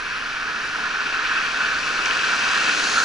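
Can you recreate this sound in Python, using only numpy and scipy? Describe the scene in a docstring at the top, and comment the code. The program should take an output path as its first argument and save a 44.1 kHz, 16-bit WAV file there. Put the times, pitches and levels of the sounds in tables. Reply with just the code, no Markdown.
"""Distant traffic, an engine drone and low rumble run throughout as a car on damp asphalt comes in from the left.
Its tyres roar, sizzle and throw up a fine spray: shaped noises, the body noise and spray rising as it nears.
Bumps over seams and wet patches come throughout, strongest late; two buffets of wind blow and bits of grit
snap as short sine bursts. Near the end the splash behind the wheels opens up; house fronts echo the car.
A small camera hears it all: its case rings near 1.5 and 2.6 kHz and colours its two microphone ports differently."""
import sys
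import numpy as np
from scipy import signal
from scipy.fft import rfft, irfft
from scipy.io import wavfile
from scipy.ndimage import uniform_filter1d, map_coordinates

SR = 44100
rng = np.random.default_rng(int(sys.argv[2]) if len(sys.argv) > 2 else 0)


def generate_wav(signal):
    """Clip the signal to [-1, 1] and save it as 16-bit WAV at the path in sys.argv[1]."""
    frames = np.transpose(np.atleast_2d(signal))
    scaled = np.clip(frames, -1, 1) * 32767
    pcm = np.round(scaled).astype(np.int16)
    wavfile.write(sys.argv[1], SR, pcm)


N = 134064  # samples, about 3 s


def undb(db):
    """Decibels to gain."""
    return 10 ** (np.asarray(db) / 20)


def bin_hz():
    """The frequency of each bin of the spectrum."""
    return np.arange(N // 2 + 1) * SR / N


def per_bin(points):
    """A table over frequency, joined by straight lines on a log axis."""
    hz, value = np.array(points, float).T
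    return np.interp(np.log(bin_hz() + 1), np.log(hz), value)


def over_time(points, t):
    """A table over time, joined by straight lines."""
    seconds, value = np.array(points).T
    return np.interp(t, seconds, value)


# How alike the two ports hear a noise. Each row: frequency in Hz, likeness from 0 to 1.
PORT_LIKENESS = [(30, .95), (200, .92), (750, .88), (910, .75), (1400, .99), (1800, .96), (2000, .65),
                 (2350, .87), (2620, .5), (3100, .83), (5600, .87), (7500, .62), (10500, .7)]


def noise(db):
    """Stereo noise of rms 1 with the given spectrum, partly alike at the two ports."""
    shared, left, right = rfft(rng.standard_normal((3, N)))
    alike = np.clip(per_bin(PORT_LIKENESS), 0, 1)
    spectrum = np.sqrt(alike) * shared + np.sqrt(1 - alike) * np.array([left, right])
    x = irfft(spectrum * undb(db), N)
    return x / x.std()


def band(hz, octaves):
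    """Stereo noise in a bell around one frequency."""
    away = np.log2((bin_hz() + 1) / hz) / octaves
    return noise(-20 * np.log10(1 + away ** 2))


def walk(rate):
    """A slow random drift with a spread near 1, drawing about rate new values per second."""
    hold = int(SR / rate)
    steps = np.repeat(rng.standard_normal(N // hold + 2), hold)
    smooth = uniform_filter1d(uniform_filter1d(steps, hold), hold)
    return smooth[:N] * np.sqrt(2)


def blow(age, rise_s):
    """An envelope that peaks at 1 after rise_s and dies away."""
    u = np.maximum(age, 0) / rise_s
    return u * np.exp(1 - u)


TOWN_DB, RUMBLE_DB, GUST_DB = -37, -60, 1  # traffic level, rumble level, spread of the rumble's drift
BUFFET_HZ, BUFFET_RISE_S = 32.17, 0.04
# Colour of the far traffic. Each row: frequency in Hz, relative level in dB per Hz.
TRAFFIC_SPECTRUM = [(30, 6), (100, -10), (280, 1), (600, -11), (1400, 2.5), (2500, 3.5), (4000, -8.5),
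                    (5800, -7), (7500, -22), (11000, -52)]
# Swells of the engine drone. Each row: time in seconds, level in dB.
DRONE_SWELLS = [(0, -51), (.5, -54.5), (.8, -50), (1.0, -72), (1.5, -59), (1.8, -51.5), (2.3, -52),
                (2.6, -60), (3.04, -54)]
# Colour of the engine drone. Each row: frequency in Hz, relative level in dB per Hz.
DRONE_SPECTRUM = [(40, -14), (62, -5), (81, 0), (100, -7), (145, -4), (200, -10), (300, -13), (500, -25)]
# Colour of the rumble. Each row: frequency in Hz, relative level in dB per Hz.
RUMBLE_SPECTRUM = [(8, -23), (20, 3), (40, -2.5), (65, -15.5), (120, -6.5), (400, -64)]
# Wind buffeting the camera. Each row: start in seconds, level in dB.
WIND_BUFFETS = [(1.2, -49), (1.98, -49)]


def town(t):
    """Far traffic, the drone of engines and an uneven rumble, all shaped noise, with two buffets of wind."""
    traffic = undb(TOWN_DB + 0.18 * walk(3.0)) * noise(per_bin(TRAFFIC_SPECTRUM))
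    drone = undb(over_time(DRONE_SWELLS, t)) * noise(per_bin(DRONE_SPECTRUM))
    rumble = undb(RUMBLE_DB + GUST_DB * walk(6.86)) * noise(per_bin(RUMBLE_SPECTRUM))
    gusts = sum(undb(db) * blow(t - start, BUFFET_RISE_S) for start, db in WIND_BUFFETS)
    wind = gusts * band(BUFFET_HZ, octaves=.4)
    return traffic + drone + rumble + wind


# Echoes from the house fronts. Each row: delay at the start in seconds, level in dB relative to the
# direct sound, change of delay in seconds per second as the car moves.
HOUSE_ECHOES = [(0.024, -15, 0.0031), (0.039, -12.5, 0.00059), (.058, -17, .0026), (0.085, -16.5, -.0034)]


def house_fronts(x):
    """The sound together with its echoes across the junction, whose paths change as the car moves."""
    t = np.arange(N) / SR
    out = x
    for delay, db, drift in HOUSE_ECHOES:
        read_at = (t - delay - drift * t) * SR  # in samples; mirrored before the start
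        echo = np.array([map_coordinates(side, [read_at], mode="mirror") for side in x])
        out = out + undb(db) * echo
    return out


# Snaps of grit under the tread. Each row: start in seconds, level in dB before panning, centre in Hz.
GRIT_SNAPS = [(1.923, -37, 6410), (2.058, -16.5, 5800), (2.061, -13.5, 2570), (2.110, -11, 2680),
              (2.193, -13.5, 2800), (2.841, -16, 4490)]
GRIT_RISE_S, GRIT_OCTAVES, GRIT_TAIL_DB, GRIT_TAIL_S = 0.00028, 0.2, -20, 0.02


def grit(t):
    """Sine snaps of a few cycles, each with a faint noise tail from the street."""
    out = 0
    for start, db, hz in GRIT_SNAPS:
        age = t - start
        snap = blow(age, GRIT_RISE_S) * np.sin(2 * np.pi * hz * age)
        decay = (age > 0) * np.exp(-np.abs(age) / GRIT_TAIL_S)
        tail = undb(GRIT_TAIL_DB) * decay * band(hz, GRIT_OCTAVES)
        out = out + undb(db) * (snap + tail)
    return out


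# Seams and wet patches under the tyres. Each row: start in seconds, level in dB, centre in Hz.
ROAD_SEAMS = [(.635, -55, 8570), (.77, -37.5, 871), (1.36, -38, 1350), (2.062, -34.5, 950),
              (2.549, -29.5, 1450), (2.964, -26.5, 1384)]
SEAM_RISE_S, SEAM_OCTAVES = 0.013, 0.24


def seams(t):
    """Short swells of tyre noise at seams and wet patches in the road."""
    return sum(undb(db) * blow(t - start, SEAM_RISE_S) * band(hz, SEAM_OCTAVES)
               for start, db, hz in ROAD_SEAMS)


WAKE_DB = -30.5  # fully open
WAKE_OPENS_M, WAKE_EDGE_M = -4.5, 1.11  # where along the lane it comes into earshot, and how gradually
# Colour of the splash. Each row: frequency in Hz, relative level in dB per Hz.
WAKE_SPECTRUM = [(3000, -22), (4300, 5.5), (5200, -26), (6300, 7), (7200, -3), (8200, -12), (9500, -16),
                 (10500, -16)]


def wake(along):
    """Bright splash behind the wheels, heard once the car is nearly side-on."""
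    opening = 1 / (1 + np.exp((WAKE_OPENS_M - along) / WAKE_EDGE_M))
    return undb(WAKE_DB) * opening * noise(per_bin(WAKE_SPECTRUM))


SPRAY_DB, DROPS_DB = -33, -36.5  # at the nearest point, before panning
SPRAY_FALL = 2.31  # power of distance: fades faster than the body noise
# Colour of hiss and droplets. Each row: frequency in Hz, relative level in dB per Hz.
SPRAY_SPECTRUM = [(800, -34), (2500, -0.5), (4300, 0), (6500, -2), (8000, -10.5), (9300, -16), (11000, -32)]


def spray(near, per_s=900, scatter_db=4):
    """Water peels off the tread: a noise hiss with tiny randomly timed droplet ticks in it."""
    hits = (rng.random(N) < per_s / SR) * rng.choice([-1, 1], N)
    sizes_db = scatter_db * np.minimum(rng.exponential(size=N), 4)
    drops = irfft(rfft(hits * undb(sizes_db)) * undb(per_bin(SPRAY_SPECTRUM)), N)
    hiss = noise(per_bin(SPRAY_SPECTRUM)) * undb(0.13 * walk(15))
    return near ** SPRAY_FALL * (undb(SPRAY_DB) * hiss + undb(DROPS_DB) * drops / drops.std())


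BODY_DB, BODY_FALL = -31.5, 1.236  # level at the nearest point, power of distance
ROAR_DB, SIZZLE_DB = -9.5, -10.5  # trims added to the two level tables
SIZZLE_HZ, SIZZLE_OCTAVES = 2585, 0.27
TREAD_FLUTTER_DB, FLUTTER_PER_S = 1.53, 51
# Colour of the body's rolling noise. Each row: frequency in Hz, relative level in dB per Hz.
BODY_SPECTRUM = [(40, -43), (120, -8.5), (230, -1.5), (450, 0), (700, 1), (1200, -8.5), (2600, -3.5),
                 (4500, -6.5), (6000, -5), (8000, -35), (11000, -52)]
# Tread roar as the asphalt changes. Each row: time in seconds, level in dB before its trim.
ROAR_SWELLS = [(0, -27.5), (.4, -26.5), (.7, -27.5), (.8, -23), (1.0, -25), (1.38, -20), (1.5, -24),
               (1.68, -22), (1.86, -22), (2.1, -21.5), (2.4, -20.5), (2.52, -19), (2.74, -21.5),
               (3.04, -18.5)]
# Colour of the tread roar. Each row: frequency in Hz, relative level in dB per Hz.
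ROAR_SPECTRUM = [(300, -30), (700, -13.5), (1050, -2), (1330, -2), (1470, 3), (1620, 0), (1900, -5),
                 (2600, -17.5), (4000, -11.5), (8000, -46)]
# The tread's higher sizzle. Each row: time in seconds, level in dB before its trim.
SIZZLE_SWELLS = [(0, -29.5), (.15, -28), (.35, -31.5), (.9, -28.5), (1.02, -26), (1.4, -23), (1.95, -25),
                 (2.1, -22), (2.7, -19.5), (2.9, -22), (3.04, -28)]


def tyres(t, near):
    """Rolling noise of the body; the tread's roar and higher sizzle flutter with the road's texture."""
    roar_db = over_time(ROAR_SWELLS, t) + ROAR_DB + TREAD_FLUTTER_DB * walk(FLUTTER_PER_S)
    sizzle_db = over_time(SIZZLE_SWELLS, t) + SIZZLE_DB + TREAD_FLUTTER_DB * walk(FLUTTER_PER_S)
    body = undb(BODY_DB) * near ** BODY_FALL * noise(per_bin(BODY_SPECTRUM))
    roar = undb(roar_db) * noise(per_bin(ROAR_SPECTRUM))
    sizzle = undb(sizzle_db) * band(SIZZLE_HZ, SIZZLE_OCTAVES)
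    return body + roar + sizzle


SPEED_M_S, NEAREST_S, LANE_M = 9.12, 3.266, 11.8  # speed, time of nearest point, distance there
PAN_DB = 4.5  # left minus right for spray and grit when the car is far off to the left


def scene():
    """The car drives along a straight lane, growing louder and brighter as it nears."""
    t = np.arange(N) / SR
    along = SPEED_M_S * (t - NEAREST_S)  # metres, negative on the left
    distance = np.hypot(along, LANE_M)
    near = LANE_M / distance  # 1 at the nearest point
    pan_db = -PAN_DB * along / distance
    treble = (spray(near) + grit(t)) * undb(np.array([pan_db, -pan_db]) / 2)
    car = tyres(t, near) + seams(t) + treble
    return house_fronts(car) + wake(along) + town(t)


# Resonances and notches of the case. Each row: centre in Hz, width in Hz, left in dB, right in dB.
CASE_RESONANCES = [(223.3, 8.3, 5.5, 3), (434, 17, 3.5, 6), (593, 76, -4, -3), (1020, 85, 5, -0.5),
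                   (1287, 23, 2, 4), (1507, 50, 2.5, 0.5), (1432, 562, 8, 8), (1707, 70, 5.5, 3),
                   (1846, 55, 1.5, 7), (2085, 150, -9, -0.5), (2358, 320, 5.5, 1.5), (2616, 136, 6, -1.5),
                   (4530, 850, 4.5, 3.5), (5620, 240, 3, 1.5), (10260, 480, 7.5, 4)]
# Level between the two ports. Each row: frequency in Hz, left minus right in dB.
PORT_LEVELS = [(30, 1), (200, -5), (800, -3), (1500, -2.5), (2200, -3.5), (2900, 5), (5000, 0.5),
               (7500, 2.5), (10500, -2)]
# Phase between the two ports. Each row: frequency in Hz, lead of the left in radians.
PORT_PHASES = [(30, -0.11), (200, -0.68), (750, -0.97), (950, -1.45), (1300, -0.74), (1900, -0.66),
               (2050, -0.26), (2400, 0.6), (2560, 2.3), (2720, -0.75), (3500, -0.4), (5500, -0.45),
               (10500, -.4)]
TOP_HZ = 11050


def record(dry):
    """The case rings, the ports differ in level and phase, and the top is cut."""
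    f = bin_hz()
    sides = np.array([[1], [-1]]) / 2
    case_db = sum(np.array([[left], [right]]) / (1 + (2 * (f - hz) / width) ** 2)
                  for hz, width, left, right in CASE_RESONANCES)
    gain = undb(case_db + sides * per_bin(PORT_LEVELS))
    # causal phase, so that resonances ring after the sound; one for both ports
    cepstrum = irfft(np.log(gain).mean(axis=0), N)
    ring = 2 * rfft(cepstrum[:N // 2], N).imag
    phase = ring + sides * per_bin(PORT_PHASES)
    x = irfft(rfft(dry) * gain * np.exp(1j * phase), N)
    return signal.sosfilt(signal.ellip(12, .1, 90, TOP_HZ, fs=SR, output="sos"), x)


dry = scene()
out = record(dry)
generate_wav(out)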